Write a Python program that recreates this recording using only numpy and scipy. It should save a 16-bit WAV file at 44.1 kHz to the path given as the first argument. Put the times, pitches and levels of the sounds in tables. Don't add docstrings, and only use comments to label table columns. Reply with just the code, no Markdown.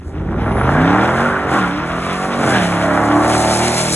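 import sys
import numpy as np
from scipy import signal
from scipy.fft import rfft, irfft, next_fast_len
from scipy.io import wavfile
from scipy.ndimage import uniform_filter1d, map_coordinates

SR = 44100
rng = np.random.default_rng(int(sys.argv[2]) if len(sys.argv) > 2 else 0)


def output_pcm(signal):
    pcm = np.clip(np.atleast_2d(signal).T, -1, 1) * 32767
    wavfile.write(sys.argv[1], SR, np.round(pcm).astype(np.int16))


N = 174195

# (time [s], full four-stroke cycles per second [Hz])
ENGINE_SPEED = [(0, 15.9), (.25, 17.75), (.5, 21.5), (.6, 23.4), (.75, 29.8), (1, 39.3), (1.25, 47.8),
                (1.31, 48.4), (1.42, 47.6), (1.5, 44.8), (1.56, 41.5), (1.62, 37.5), (1.68, 35.2),
                (1.75, 36.8), (1.87, 40.7), (2, 43), (2.25, 47.4), (2.35, 47.4), (2.44, 45.8), (2.5, 43.8),
                (2.57, 39), (2.64, 34.8), (2.75, 34.9), (3, 36), (3.25, 38.1), (3.5, 38), (3.75, 40.4),
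                (3.95, 38)]
# (time [s], boom level [dB], bark level [dB], rasp level [dB])
EXHAUST_LEVELS = [(0.0, -35, -49, -49.5), (0.18, -22.5, -35, -39.5), (0.33, -19.5, -28.5, -34),
                  (0.48, -18.5, -22, -24.5), (0.54, -17.5, -20.5, -27.5), (0.58, -17, -19, -22),
                  (0.95, -17.5, -14.5, -16.5), (1.3, -21, -21.5, -19), (1.4, -26.5, -23, -21.5),
                  (1.46, -20.5, -25, -23), (1.56, -19, -18, -17.5), (1.73, -28.5, -26, -24.5),
                  (1.99, -24.5, -27.5, -24), (2.0, -26.5, -58, -27.5), (2.12, -23.5, -28, -24.5),
                  (2.17, -25.5, -28.5, -24.5), (2.38, -21, -20.5, -25.5), (2.44, -15, -19.5, -19),
                  (2.56, -15.5, -25, -19.5), (2.66, -20.5, -21, -23.5), (2.96, -18.5, -18, -17.5),
                  (3.0, -16.5, -17, -20), (3.37, -16, -18, -20.5), (3.73, -18, -20.5, -25.5),
                  (3.95, -23.5, -32, -29)]
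# (time [s], share [0-1])
ROUGHNESS = [(0, 0.27), (.3, 0.33), (.55, 0.2), (.8, 0.19), (1.1, 0.15), (1.35, 0.26), (1.52, 0.47),
             (1.65, .08), (2.33, 0.18), (2.47, 0.26), (2.58, .14), (2.7, 0.07), (3.95, 0.03)]
# (strength [dB], lag along its header pipe [s])
CYLINDERS = [(-4, 0.00035), (-3.5, 0.001107), (1, 0.001614), (-4, 0.00019), (-3, 0.000897), (1.5, 0.001184),
             (-4.5, 0.00015), (-0.5, 0.00138)]
# (multiple [-], pulling away [dB], turning [dB], bogging [dB], passing [dB])
ENGINE_ORDERS = [(2, -16.5, -15.5, -20, -17), (3, -7, -10.5, -10.5, -9), (4, -16, -2, -14.5, -16),
                 (6, -18, -8, -8.5, -11), (7, -15, -15, -8.5, -20), (9, -12.5, -10.5, -13, -9),
                 (10, -13.5, -15, -17.5, -12.5), (11, -15, -12, -13.5, -26), (12, -13, -10.5, -15.5, -23),
                 (13, -21.5, -16, -19, -26), (14, -19.5, -21.5, -21, -15), (15, -19, -12, -14.5, -13.5),
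                 (16, -20, -7.5, -19, -19), (17, -19, -18, -18, -9.5), (18, -13, -16, -14.5, -10),
                 (19, -24, -22, -11.5, -12.5), (20, -32, -30, -18, -16), (22, -25, -22, -17, -20),
                 (23, -16, -16, -25, -16)]
BALANCE_TIMES = [1.2, 1.42, 1.55, 1.83, 2.2, 2.48, 2.58, 2.75, 3.52, 3.95]
# (time [s], level [dB])
DRONE_LEVEL = [(0, -36), (.3, -29), (.45, -23), (.7, -20), (.85, -19.5), (1.05, -24), (1.25, -22),
               (1.42, -35), (1.52, -30), (1.63, -20.5), (1.75, -27), (1.87, -35), (2.2, -36), (2.35, -24),
               (2.5, -24), (2.65, -18.5), (2.8, -24.5), (3.1, -30), (3.5, -25), (3.95, -31)]
# (time [s], level [dB])
FIRING_TONE_LEVEL = [(0, -47), (.3, -33.5), (.68, -32), (.78, -19), (1, -21.5), (1.12, -29.5),
                     (1.35, -26.5), (1.48, -39), (1.57, -20), (1.68, -30), (1.78, -25.5), (1.95, -38.5),
                     (2.2, -37.5), (2.45, -37), (2.65, -28.5), (2.8, -29), (3.1, -20), (3.35, -21.5),
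                     (3.55, -27), (3.7, -38), (3.95, -31)]
# (frequency [Hz], gain [dB])
ROAR_COLOUR = [(35, -40), (70, -6), (130, -3), (280, -3), (380, -7), (520, -11), (900, -26), (1500, -74.5)]
BARK_COLOUR = [(250, -54.5), (400, -6.5), (520, -3), (690, 3), (830, 2.5), (980, -1), (1300, -19.5),
               (2500, -61.5)]
RASP_COLOUR = [(550, -38), (900, -2), (1100, 1.5), (1220, 2), (1400, 1.5), (1700, -4.5), (2100, -8),
               (2700, -27), (4500, -50)]
# (middle [s], length [s], pitch [Hz], level [dB])
TYRE_SQUEALS = [(0.787, 0.13, 1635, -23.5), (1.302, 0.3, 1454, -21), (1.56, .1, 1081, -20),
                (1.618, 0.27, 1409, -25.5), (2.053, 0.35, 1235, -27.5), (2.28, .2, 1128, -25),
                (2.55, 0.13, 1581, -18.5), (3.1, 0.57, 1100, -23), (3.28, 0.16, 689, -21)]
# (time [s], scrub level [dB], hiss level [dB])
TYRE_LEVELS = [(0.0, -54, -64), (0.07, -61.5, -56.5), (0.16, -52.5, -66), (0.63, -37.5, -56),
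               (0.68, -35, -50), (1.19, -33.5, -41), (1.46, -40.5, -51), (1.54, -30.5, -36),
               (1.73, -38, -51), (1.83, -37.5, -49), (2.09, -30, -41), (2.38, -36, -41), (2.5, -27, -32),
               (2.72, -33.5, -37), (3.17, -36.5, -39.5), (3.3, -31, -28.5), (3.5, -30.5, -26.5),
               (3.82, -27, -25.5), (3.95, -30, -22)]
# (frequency [Hz], gain [dB])
SCRUB_COLOUR = [(1200, -5), (2200, 7.5), (2800, 3.5), (3500, 1.5), (4400, -12), (5500, -7), (8000, -31)]
HISS_COLOUR = [(2500, -16), (4200, 1), (5500, -0.5), (7000, -0.5), (8500, 1.5), (10000, -1.5), (11200, -6),
               (12000, -31)]
# (time [s], level [dB])
WHISTLE_LEVEL = [(.28, -78), (.42, -56), (.6, -40.5), (.68, -53), (.76, -87)]
# (time [s], level [dB])
RUMBLE_LEVEL = [(0.0, -28), (0.25, -36), (0.45, -30), (0.62, -23), (1.3, -35), (1.84, -33), (1.91, -28),
                (2.19, -36), (2.5, -40), (3.74, -45), (3.95, -40)]
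# (frequency [Hz], gain [dB])
RUMBLE_COLOUR = [(15, -30), (33, -25), (46, -1.5), (60, 0), (90, 2), (200, -72)]
# (frequency [Hz], time to fade by 60 dB [s])
LOT_FADE = [(100, 0.88), (1000, 0.55), (8000, 0.069)]
# (frequency [Hz], phase by which left leads [rad])
PORT_PHASE = [(1700, 0), (2200, 1.5), (3600, 1.57), (4100, 1.5), (4500, 3.5), (4900, 3.5), (5300, 3),
              (5800, 5), (6400, 6.5), (7400, 6.5), (9000, 9.5), (10600, 13)]
# (frequency [Hz], likeness [0-1])
PORT_LIKENESS = [(100, 1), (350, 0.96), (700, .94), (1600, 1), (2100, 0.82), (3500, 0.82), (4500, 1),
                 (5300, 0.98), (5800, 0.63), (7000, 1), (7800, 0.17), (9000, 0.79), (9900, 0.71),
                 (11000, 0.49)]
# (frequency [Hz], difference [dB])
PORT_BALANCE = [(100, 0), (500, -1.4), (800, -2.5), (1400, 0), (1900, -1.5), (2400, 0.1)]

BOOM_DB, ROAR_DB, BARK_DB, RASP_DB = -0.5, -.5, -3.5, -1
SCRUB_DB, HISS_DB, RUMBLE_DB = 3, 2, -3
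SCATTER_DB, JITTER_S, PUFF_S = 2.5, .00008, 0.0027
WASH = .4
CHIRP_S, CHIRP_HZ = 0.004987, 697
PIPE_SPREAD, PHASE_WANDER = 0.0402, 0.0016
SQUEAL_WAVER, SQUEAL_SMEAR = .025, 0.0499
WHISTLE_HZ = 9980
TICK_S, TICK_DB, TICK_LIFE_S = 3.682, -5.5, 0.00099
LOT_DB, WALL_DB, WALL_S = -15, -22, .13
TOP_HZ = 11750


def amp(db):
    return 10 ** (np.asarray(db) / 20)


def unit(x):
    return x / np.sqrt(np.mean(x ** 2) + 1e-20)


def steady(x):
    return x / np.sqrt(np.abs(uniform_filter1d(x ** 2, size=SR // 6)) + 1e-12)


def along(points, hz):
    f, v = np.transpose(points)
    return np.interp(np.log(hz + 1), np.log(f + 1), v)


def curves(rows):
    times, *columns = np.transpose(rows)
    return [np.interp(np.arange(N) / SR, times, column) for column in columns]


def wobble(rate):
    return map_coordinates(rng.standard_normal(1024), [np.arange(N) * rate / SR + 2], mode='wrap')


def filtered(x, response):
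    size = next_fast_len(N + SR // 2)
    spectrum = rfft(x, size) * response(np.fft.rfftfreq(size, 1 / SR))
    return irfft(spectrum, size)[..., :N]


def noise(colour):
    return unit(filtered(rng.standard_normal(N), lambda hz: amp(along(colour, hz))))


def exhaust():
    speed, = curves(ENGINE_SPEED)
    boom_db, bark_db, rasp_db = curves(EXHAUST_LEVELS)
    rough = np.clip(curves(ROUGHNESS)[0], 0, 1)
    cycles = np.cumsum(speed) / SR
    pulses = firings(cycles)
    clean = boom(cycles, boom_db, waver_db=0.7)
    roar = amp(ROAR_DB + boom_db) * np.sqrt(rough) * blast(pulses, ROAR_COLOUR, gas=1.0, wash=0.95)
    bark = amp(BARK_DB + bark_db) * blast(pulses, BARK_COLOUR, gas=.15 + rough, wash=WASH)
    rasp = amp(RASP_DB + rasp_db) * blast(pulses, RASP_COLOUR, gas=.2 + rough, wash=WASH)
    return clean + roar + bark + rasp


def firings(cycles):
    count = len(CYLINDERS)
    k = np.arange(1, int(cycles[-1] * count))
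    strength_db, lag = np.array(CYLINDERS)[k % count].T
    chance = rng.standard_normal((2048, 2))[k]
    on_time = np.interp(k / count, cycles, np.arange(N))
    at = on_time + SR * (lag + JITTER_S * chance[:, 0])
    strength = amp(strength_db + SCATTER_DB * chance[:, 1])
    return np.bincount(np.abs(at).astype(int), strength, N)[:N]


def boom(cycles, boom_db, waver_db):
    t = np.arange(N) / SR
    pattern = np.fft.fft(amp(np.array(CYLINDERS)[:, 0]))
    levels = {5: curves(DRONE_LEVEL)[0], 8: curves(FIRING_TONE_LEVEL)[0]}
    for order, away, turning, bogging, passing in ENGINE_ORDERS:
        course = [away, turning, bogging, turning, turning, bogging, bogging, passing, passing, turning]
        levels[round(order)] = BOOM_DB + boom_db + np.interp(t, BALANCE_TIMES, course)
    tones = 0
    for order, db in levels.items():
        bend = (PIPE_SPREAD + PHASE_WANDER * wobble(60)) * order * order
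        phase = np.angle(pattern[order % len(pattern)]) + bend
        level = amp(db + waver_db * np.sqrt(order) * wobble(12))
        tones = tones + level * np.cos(2 * np.pi * order * cycles + phase)
    return np.sqrt(2) * tones


def blast(pulses, colour, gas, wash):
    puffs = unit(signal.lfilter([1], [1, -np.exp(-1 / (PUFF_S * SR))], pulses))
    turbulent = steady(pipe((puffs + wash) * rng.standard_normal(N), colour))
    gas = np.clip(gas, 0, 1)
    mix = np.sqrt(1 - gas) * steady(pipe(pulses, colour)) + np.sqrt(gas) * turbulent
    return filtered(mix, lambda hz: np.exp(2j * np.pi * CHIRP_S * CHIRP_HZ * np.expm1(-hz / CHIRP_HZ)))


def pipe(x, colour, size=8192):
    log_gain = np.log(amp(along(colour, np.fft.rfftfreq(size, 1 / SR))))
    cepstrum = irfft(log_gain)
    cepstrum[1:size // 2] *= 2
    cepstrum[size // 2 + 1:] = 0
    return signal.fftconvolve(x, irfft(np.exp(rfft(cepstrum))))[:N]


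def squeals():
    t, out = np.arange(N) / SR, 0
    for middle, length, hz, db in TYRE_SQUEALS:
        pitch = hz * (1 + SQUEAL_WAVER * wobble(25) + SQUEAL_SMEAR * wobble(300))
        swell = np.exp(-(2 * (t - middle) / length) ** 2)
        tone = np.sin(2 * np.pi * np.cumsum(pitch) / SR)
        out = out + amp(db + 3.4 * wobble(70)) * swell * tone
    return out


def tyres(grit_db, flutter_db):
    scrub_db, hiss_db = curves(TYRE_LEVELS)

    def grit():
        return unit(amp(grit_db * wobble(700) + flutter_db * wobble(21.89)))

    scrub = grit() * amp(SCRUB_DB + scrub_db) * noise(SCRUB_COLOUR)
    hiss = grit() * amp(HISS_DB + hiss_db) * noise(HISS_COLOUR)
    return scrub + hiss


def whistle():
    pitch = WHISTLE_HZ + 25 * wobble(91)
    return amp(curves(WHISTLE_LEVEL)[0]) * np.sin(2 * np.pi * np.cumsum(pitch) / SR)


def stone():
    age = np.arange(N) / SR - TICK_S
    fade = (age > 0) * np.exp(-np.abs(age) / TICK_LIFE_S)
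    return amp(TICK_DB) * fade * noise(HISS_COLOUR)


def rumble():
    return amp(RUMBLE_DB + curves(RUMBLE_LEVEL)[0] + 1.6 * wobble(8.9)) * noise(RUMBLE_COLOUR)


def lot(x):
    hz, t, z = signal.stft(rng.standard_normal(SR // 2), SR, nperseg=256)
    fade = amp(-60 * t / along(LOT_FADE, hz)[:, None])
    tail = signal.istft(z * fade, SR, nperseg=256)[1]
    wall = filtered(x, lambda f: np.exp(-2j * np.pi * f * WALL_S) * f / (f + 400))
    smeared = signal.fftconvolve(x, tail / np.linalg.norm(tail))[:N]
    diffuse = filtered(smeared, lambda f: f / np.hypot(f, 450))
    return amp(LOT_DB) * diffuse + amp(WALL_DB) * wall


def ports(x):
    t = np.arange(SR // 4) / SR
    scatter = rng.standard_normal(len(t)) * np.exp(-t / .06)
    stray = signal.fftconvolve(x, scatter / np.linalg.norm(scatter))[:N]
    sign = np.array([[1], [-1]])

    def turn(hz):
        return np.arccos(np.clip(along(PORT_LIKENESS, hz), 0, 1)) / 2 * hz / np.hypot(hz, 150)

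    def lean(hz):
        return amp(sign * along(PORT_BALANCE, hz) / 2 * hz / np.hypot(hz, 200))

    direct = filtered(x, lambda hz: np.cos(turn(hz)))
    pair = direct + sign * filtered(stray, lambda hz: np.sin(turn(hz)))
    return filtered(pair, lambda hz: lean(hz) * np.exp(.5j * sign * along(PORT_PHASE, hz)))


def scene():
    car = exhaust() + squeals()
    nearby = tyres(grit_db=2.0, flutter_db=1.97) + whistle() + stone() + rumble()
    return ports(car + lot(car) + nearby)


def record(dry):
    held = dry / (1 + np.abs(dry / .95) ** 6) ** (1 / 6)
    return filtered(held, lambda hz: hz < TOP_HZ)


dry = scene()
out = record(dry)
output_pcm(out)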